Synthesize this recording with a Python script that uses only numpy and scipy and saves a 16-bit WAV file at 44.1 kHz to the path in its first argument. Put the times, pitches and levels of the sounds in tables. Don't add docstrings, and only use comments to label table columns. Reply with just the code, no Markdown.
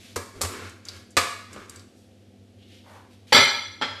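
import numpy as np
import sys
import numpy as np
from scipy import signal
from scipy.fft import rfft, irfft
from scipy.io import wavfile
from scipy.ndimage import uniform_filter1d, minimum_filter1d, map_coordinates

SR = 44100
rng = np.random.default_rng(int(sys.argv[2]) if len(sys.argv) > 2 else 0)


def file_out(sig):
    cols = np.atleast_2d(sig).T
    lim = np.clip(cols, -1, 1)
    pcm = np.round(lim * 32767).astype(np.int16)
    wavfile.write(sys.argv[1], SR, pcm)


N = 4 * SR
COUNTER_HZ = 89.9


def amp(db):
    return 10 ** (np.asarray(db) / 20)


def unit(x):
    return x / np.sqrt(np.mean(x ** 2) + 1e-20)


def along(points, hz):
    f, v = np.transpose(points)
    return np.interp(np.log(hz + 1), np.log(f + 1), v)


def bell(hz, centre_hz, octaves):
    return 1 / (1 + (np.log2((hz + 1) / centre_hz) / octaves) ** 2)


def second():
    return np.arange(SR) / SR, np.fft.rfftfreq(SR, 1 / SR)


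def fade(t, t60):
    return np.exp(-np.log(1000) * t / t60)


def wobble(rate, size):
    at = np.arange(size) * rate / SR
    return map_coordinates(rng.standard_normal(4096), [at], mode="wrap")


def colour(x, gain):
    cepstrum = irfft(np.log(np.maximum(gain, 1e-6)))
    half = len(cepstrum) // 2
    causal = np.r_[cepstrum[0], 2 * cepstrum[1:half]]
    impulse = irfft(np.exp(rfft(causal, len(cepstrum))))[:half]
    return signal.fftconvolve(x, impulse)[:len(x)]


def shelves(hz, body_db, treble_db, body_hz=700, treble_hz=3320):
    return amp(body_db / (1 + (hz / body_hz) ** 2) + treble_db * hz ** 2 / (hz ** 2 + treble_hz ** 2))


def ring(modes, scatter_db=0.5, detune=0.004):
    out, (t, _) = np.zeros(SR), second()
    for hz, db, t60 in modes:
        envelope = amp(db + scatter_db * rng.normal()) * fade(t, t60)
        cycles = hz * (1 + detune * rng.normal()) * t + rng.random()
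        out += envelope * np.sin(2 * np.pi * cycles + wobble(67.2, SR))
    return out


def add(track, s, x):
    start = round(s * SR)
    x = x[max(0, -start):]
    part = track[max(0, start):][:len(x)]
    part += x[:len(part)]


def kitchen(x, wet_db, build_s=0.0027):
    # f/Hz, t60/s
    decay_times = [(100, .4), (400, 0.47), (1200, 0.64), (4000, 0.66), (8000, 0.56), (13000, 0.55)]
    hz, t, noise = signal.stft(rng.standard_normal(SR), SR, nperseg=256)
    envelope = fade(t, along(decay_times, hz)[:, None]) * (1 - np.exp(-t / build_s))
    tail = signal.istft(noise * envelope, SR)[1]
    return x + amp(wet_db) * signal.fftconvolve(x, tail / np.linalg.norm(tail))[:len(x)]


def ventilation(air_db=-55.5, air_sway_db=0.6, hum_sway_db=2.5):
    # f/Hz, level/dB
    air_spectrum = [(15, -81.5), (25, -42.5), (64, -25), (79, -15), (100, -12), (164, -29), (203, -14.5),
                    (400, -19), (433, -25), (520, -18), (609, -33.5), (658, -22.5), (975, -41.5),
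                    (3330, -37), (13000, -52.5)]
    # f/Hz, level/dB
    fan_tones = [(98, -56), (200, -62), (242, -62)]
    t, hz = np.arange(N) / SR, np.fft.rfftfreq(N, 1 / SR)
    air = unit(irfft(rfft(rng.standard_normal(N)) * amp(along(air_spectrum, hz)), N))
    hum = np.zeros(N)
    for tone_hz, db in fan_tones:
        peak = np.sqrt(2) * amp(db + hum_sway_db * wobble(24, N))
        hum += peak * np.sin(2 * np.pi * tone_hz * t + 0.7 * wobble(2.3, N))
    return amp(air_db + air_sway_db * wobble(3.2, N)) * air + hum


def rubs(grain_db=1.5):
    # t/s, length/s, level/dB, centre f/Hz, half-width/octaves
    strokes = [(-.06, 0.2, -54, 3150, 1), (1.932, 0.11, -69, 6000, 0.87), (2.583, 0.07, -61.5, 3000, 0.46),
               (2.659, 0.15, -58, 3220, 0.56), (2.839, 0.18, -51.5, 760, 0.81),
               (3.098, 0.059, -61.5, 2780, 1), (3.268, 0.065, -53.5, 2780, 0.93)]
    out, (t, hz) = np.zeros(N), second()
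    for s, length, db, centre_hz, octaves in strokes:
        swell = np.sqrt(np.abs(np.sin(np.pi * np.clip(t / length, 0, 1))))
        grains = unit(rng.standard_normal(SR) * amp(grain_db * wobble(250, SR)))
        friction = colour(grains * swell, unit(bell(hz, centre_hz, octaves)))
        add(out, s, amp(db) * kitchen(friction, wet_db=0.5))
    return out


def slides(rise_s=0.032, fall_s=0.081, slip_db=1):
    # t/s, length/s, level/dB, board body/dB, treble/dB, counter rumble/dB
    drags = [(0.332, 0.087, -59, 27, 11, -65), (0.468, 0.19, -38, 0, -12.5, -48),
             (0.612, 0.1, -42, -4, -5, -41), (.84, 0.17, -52, 3, 5.5, -45.5),
             (1.487, 0.18, -50, 9, -2, -52), (1.673, 0.14, -55.5, 5, 4, -52)]
    # f/Hz, level/dB
    scrape_spectrum = [(100, -11), (250, 0.5), (400, 2.5), (750, -11), (1100, -2.5), (1550, -6.5),
                       (2200, -6), (3000, -6.5), (7000, -12), (12500, -23)]
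    # f/Hz, boost/dB
    resonances = [(1050, 2.5), (1410, 6.5), (1620, 7.5), (2200, 6)]
    out, (t, hz) = np.zeros(N), second()
    peaks_db = sum(db * bell(hz, mode_hz, octaves=0.087) for mode_hz, db in resonances)
    body = unit(amp(along(scrape_spectrum, hz) + peaks_db))
    for s, length, db, body_db, treble_db, rumble_db in drags:
        stroke = np.clip(t / rise_s, 0, 1) * np.clip((length - t) / fall_s + 0.5, 0, 1)
        slips = unit(rng.standard_normal(SR) * amp(slip_db * wobble(380, SR)))
        scrape = colour(slips * stroke, body * shelves(hz, body_db, treble_db))
        rumble = stroke * np.sin(2 * np.pi * COUNTER_HZ * t + wobble(11, SR))
        add(out, s, amp(db) * kitchen(scrape, wet_db=-5.5) + amp(rumble_db) * rumble)
    return out


def hinge_ticks(ping_db=-5):
    # t/s, level/dB, centre f/Hz, t60/s
    ticks = [(.695, -44.5, 7000, 0.046), (.852, -39, 6000, 0.037), (.886, -30, 4600, 0.036),
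             (1.105, -52.5, 7000, 0.098), (1.53, -43.5, 7000, 0.081), (1.696, -34, 8000, 0.023),
             (1.7603, -38.5, 7000, .02), (1.795, -46, 5000, 0.036)]
    # f/Hz, level/dB, t60/s
    hinge_modes = [(1210, -11, .3), (3814, -3.5, 0.061), (4670, -1, 0.071), (7640, -1.5, .06),
                   (8000, -11.5, 0.045)]
    out, (t, hz) = np.zeros(N), second()
    for s, db, centre_hz, t60 in ticks:
        band = bell(hz, centre_hz, octaves=0.38)
        click = colour(rng.standard_normal(SR) * fade(t, t60), unit(band))
        ping = amp(ping_db) * colour(ring(hinge_modes), np.sqrt(band))
        add(out, s, amp(db) * kitchen(click + ping, wet_db=-8))
    return out


def crockery(contacts, modes, china_db=-7.5, rise_s=0.00069):
    # f/Hz, level/dB
    clatter_spectrum = [(30, -28), (60, -31), (95, -4), (160, -5.5), (250, -27), (400, 0), (580, -8.5),
                        (850, -3), (1300, -3), (2200, -1), (2750, -9.5), (3400, -2.5), (4800, -9),
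                        (5800, -11.5), (6500, -28.5), (7500, -16.5), (9000, -39), (12500, -48)]
    # f/Hz, level/dB, t60/s
    foot_modes = [(94, -26, 0.28), (556.7, -8, 0.12), (800, -11, 0.027), (857, -4.5, 0.069)]
    out, (t, hz) = np.zeros(N), second()
    clatter_gain = unit(amp(along(clatter_spectrum, hz)))
    rise = 1 - np.exp(-t / rise_s)
    for s, db, body_db, treble_db, ring_db, thunk_db in contacts:
        clatter = colour(rng.standard_normal(SR) * fade(t, t60=0.12), clatter_gain)
        ringing = amp(china_db + ring_db) * ring(modes) * rise
        dish = colour(clatter + ringing, shelves(hz, body_db, treble_db))
        thunk = amp(thunk_db) * ring(foot_modes) * rise
        add(out, s, amp(db) * kitchen(dish + thunk, wet_db=-2.5))
    return out


def plate_clink():
    # t/s, level/dB, body/dB, treble/dB, ring/dB, foot thunk/dB
    taps = [(3.813, -27, 2.5, -4, -1, 3.5), (3.821, -19.5, -6, -7, -2.5, -3.5)]
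    # f/Hz, level/dB, t60/s
    plate_modes = [(264.4, -1.5, 0.17), (553, -10, .15), (847, -7, .15), (1360, 4.5, 0.14), (1580, -16, .3),
                   (2070, -2.5, .3), (2580, -12.5, .5), (3190, 2.5, 0.23), (3343, 7, 0.14),
                   (4200, -0.5, 0.27), (4240, -10, 0.51), (4950, -0.5, 0.27), (5440, -9, .12),
                   (5950, -17, 0.33), (6600, -20.5, 0.69), (7600, -20, 0.39), (8040, -27, 0.26),
                   (10400, -22, 0.23), (11300, -23, .15)]
    return crockery(taps, plate_modes)


def dish_clatter():
    # t/s, level/dB, body/dB, treble/dB, ring/dB, foot thunk/dB
    clinks = [(3.3226, -18.5, 3, 0, -3, 11.5), (3.327, -17, -4, 8, 3.5, -11), (3.346, -16, 4, 6, 3, -17),
              (3.364, -10.5, -1.5, 2.5, -6.5, -15), (3.384, -13.5, -5.5, -8, 3.5, -17)]
    # f/Hz, level/dB, t60/s
    dish_modes = [(266, -0.5, 0.071), (589, -3, 0.13), (827, -23, 0.36), (1318, -2.5, 0.33),
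                  (1696, -4, 0.29), (2040, -6.5, 0.4), (2131, -1, 0.4), (2196, -0.5, 0.14),
                  (2376, -6.5, 0.4), (3070, -3, 0.23), (3380, 4.5, 0.11), (3374, -5, 0.15),
                  (3550, -7.5, 0.22), (4060, -13, 0.61), (4150, -6.5, 0.41), (4610, 3, 0.11),
                  (4723, -8, .45), (5900, -13, 0.65), (7200, -21.5, .35), (7600, -16.5, 0.4),
                  (7710, -27.5, 0.34), (8580, -17.5, 0.17), (9610, -28, 0.25), (10090, -15, 0.1),
                  (9970, -29, 0.33), (11860, -27, 0.2), (11950, -27, 0.2), (12300, -19.5, 0.12)]
    return crockery(clinks, dish_modes)


def tool_knocks(steel_db=-2, board_db=-16.5, thump_rise_s=0.004):
    # t/s, level/dB, board body/dB, mid/dB, treble/dB, steel ring/dB, counter thump/dB, snap/dB
    blows = [(.1598, -24.5, 1, -8, 0, -12, -31.5, 12), (.163, -29.5, 6, -1, 3, -9, -60, 18),
             (.411, -34, 8, 2.5, -3, -7, -36, 16.5), (0.415, -27, -1, -4.5, 15, -10.5, -42, 14.5),
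             (0.435, -33, 2.5, 3.5, 7, -15.5, -26.5, 6), (.449, -32, 6, 2, 2.5, -15, -31, 12),
             (1.1687, -11.5, -9, 2, -4, -12, -27.5, 22), (1.174, -19, 4.5, 9, 0.5, 0.5, -48, 18),
             (1.563, -37, 1, -4, -23, -5.5, -41, 23)]
    # f/Hz, level/dB
    clack_spectrum = [(30, -39.5), (70, -12), (150, -21), (260, 0), (550, 0), (750, -3.5), (1220, -2),
                      (2200, -5), (3100, -10), (4400, -6), (6200, -8.5), (7900, -6.5), (9200, -13),
                      (12500, -17.5)]
    # f/Hz, level/dB, t60/s
    steel_modes = [(1157, -4, 0.49), (1203, 2.5, 0.15), (1260, -1, 0.18), (1455, -9.5, 0.16),
                   (1685, -5, .25), (2253, -11, 0.34), (2336, -11, .25), (3430, -17, .25),
                   (4000, -11.5, .1), (5432, -21, 0.23)]
    # f/Hz, level/dB, t60/s
    board_modes = [(240.3, -2, 0.17), (351, -2, .16), (443.6, -1, .15), (569, -4.5, .18), (1081, -3, 0.45)]
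    out, (t, hz) = np.zeros(N), second()
    clack_gain = unit(amp(along(clack_spectrum, hz)))
    mid_band = bell(hz, centre_hz=2470, octaves=0.88)
    thump = np.sin(2 * np.pi * COUNTER_HZ * t) * fade(t, t60=0.26) * (1 - np.exp(-t / thump_rise_s))
    for s, db, body_db, mid_db, treble_db, ring_db, thump_db, snap_db in blows:
        contact = rng.standard_normal(SR) * fade(t, t60=0.08)
        contact[0] = amp(snap_db)
        clack = colour(contact, clack_gain * shelves(hz, body_db, treble_db) * amp(mid_db * mid_band))
        steel = amp(steel_db + ring_db) * ring(steel_modes)
        board = amp(board_db + body_db) * ring(board_modes)
        add(out, s, amp(db) * kitchen(clack + steel + board, wet_db=-5.5) + amp(thump_db) * thump)
    return out


def scene():
    dishes = dish_clatter() + plate_clink()
    return (tool_knocks() + hinge_ticks() + slides() + rubs() + dishes + ventilation())[None]


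def record(dry, ceiling=0.9, top_hz=12950, window_samples=45):
    lowpass = signal.ellip(10, 0.2, 70, top_hz, fs=SR, output="sos")
    needed_gain = ceiling / np.maximum(np.abs(signal.sosfilt(lowpass, dry)), ceiling)
    held_gain = minimum_filter1d(needed_gain, 2 * window_samples)
    smooth_gain = uniform_filter1d(held_gain, window_samples)
    return signal.sosfilt(lowpass, dry * smooth_gain)


dry = scene()
out = record(dry)
file_out(out)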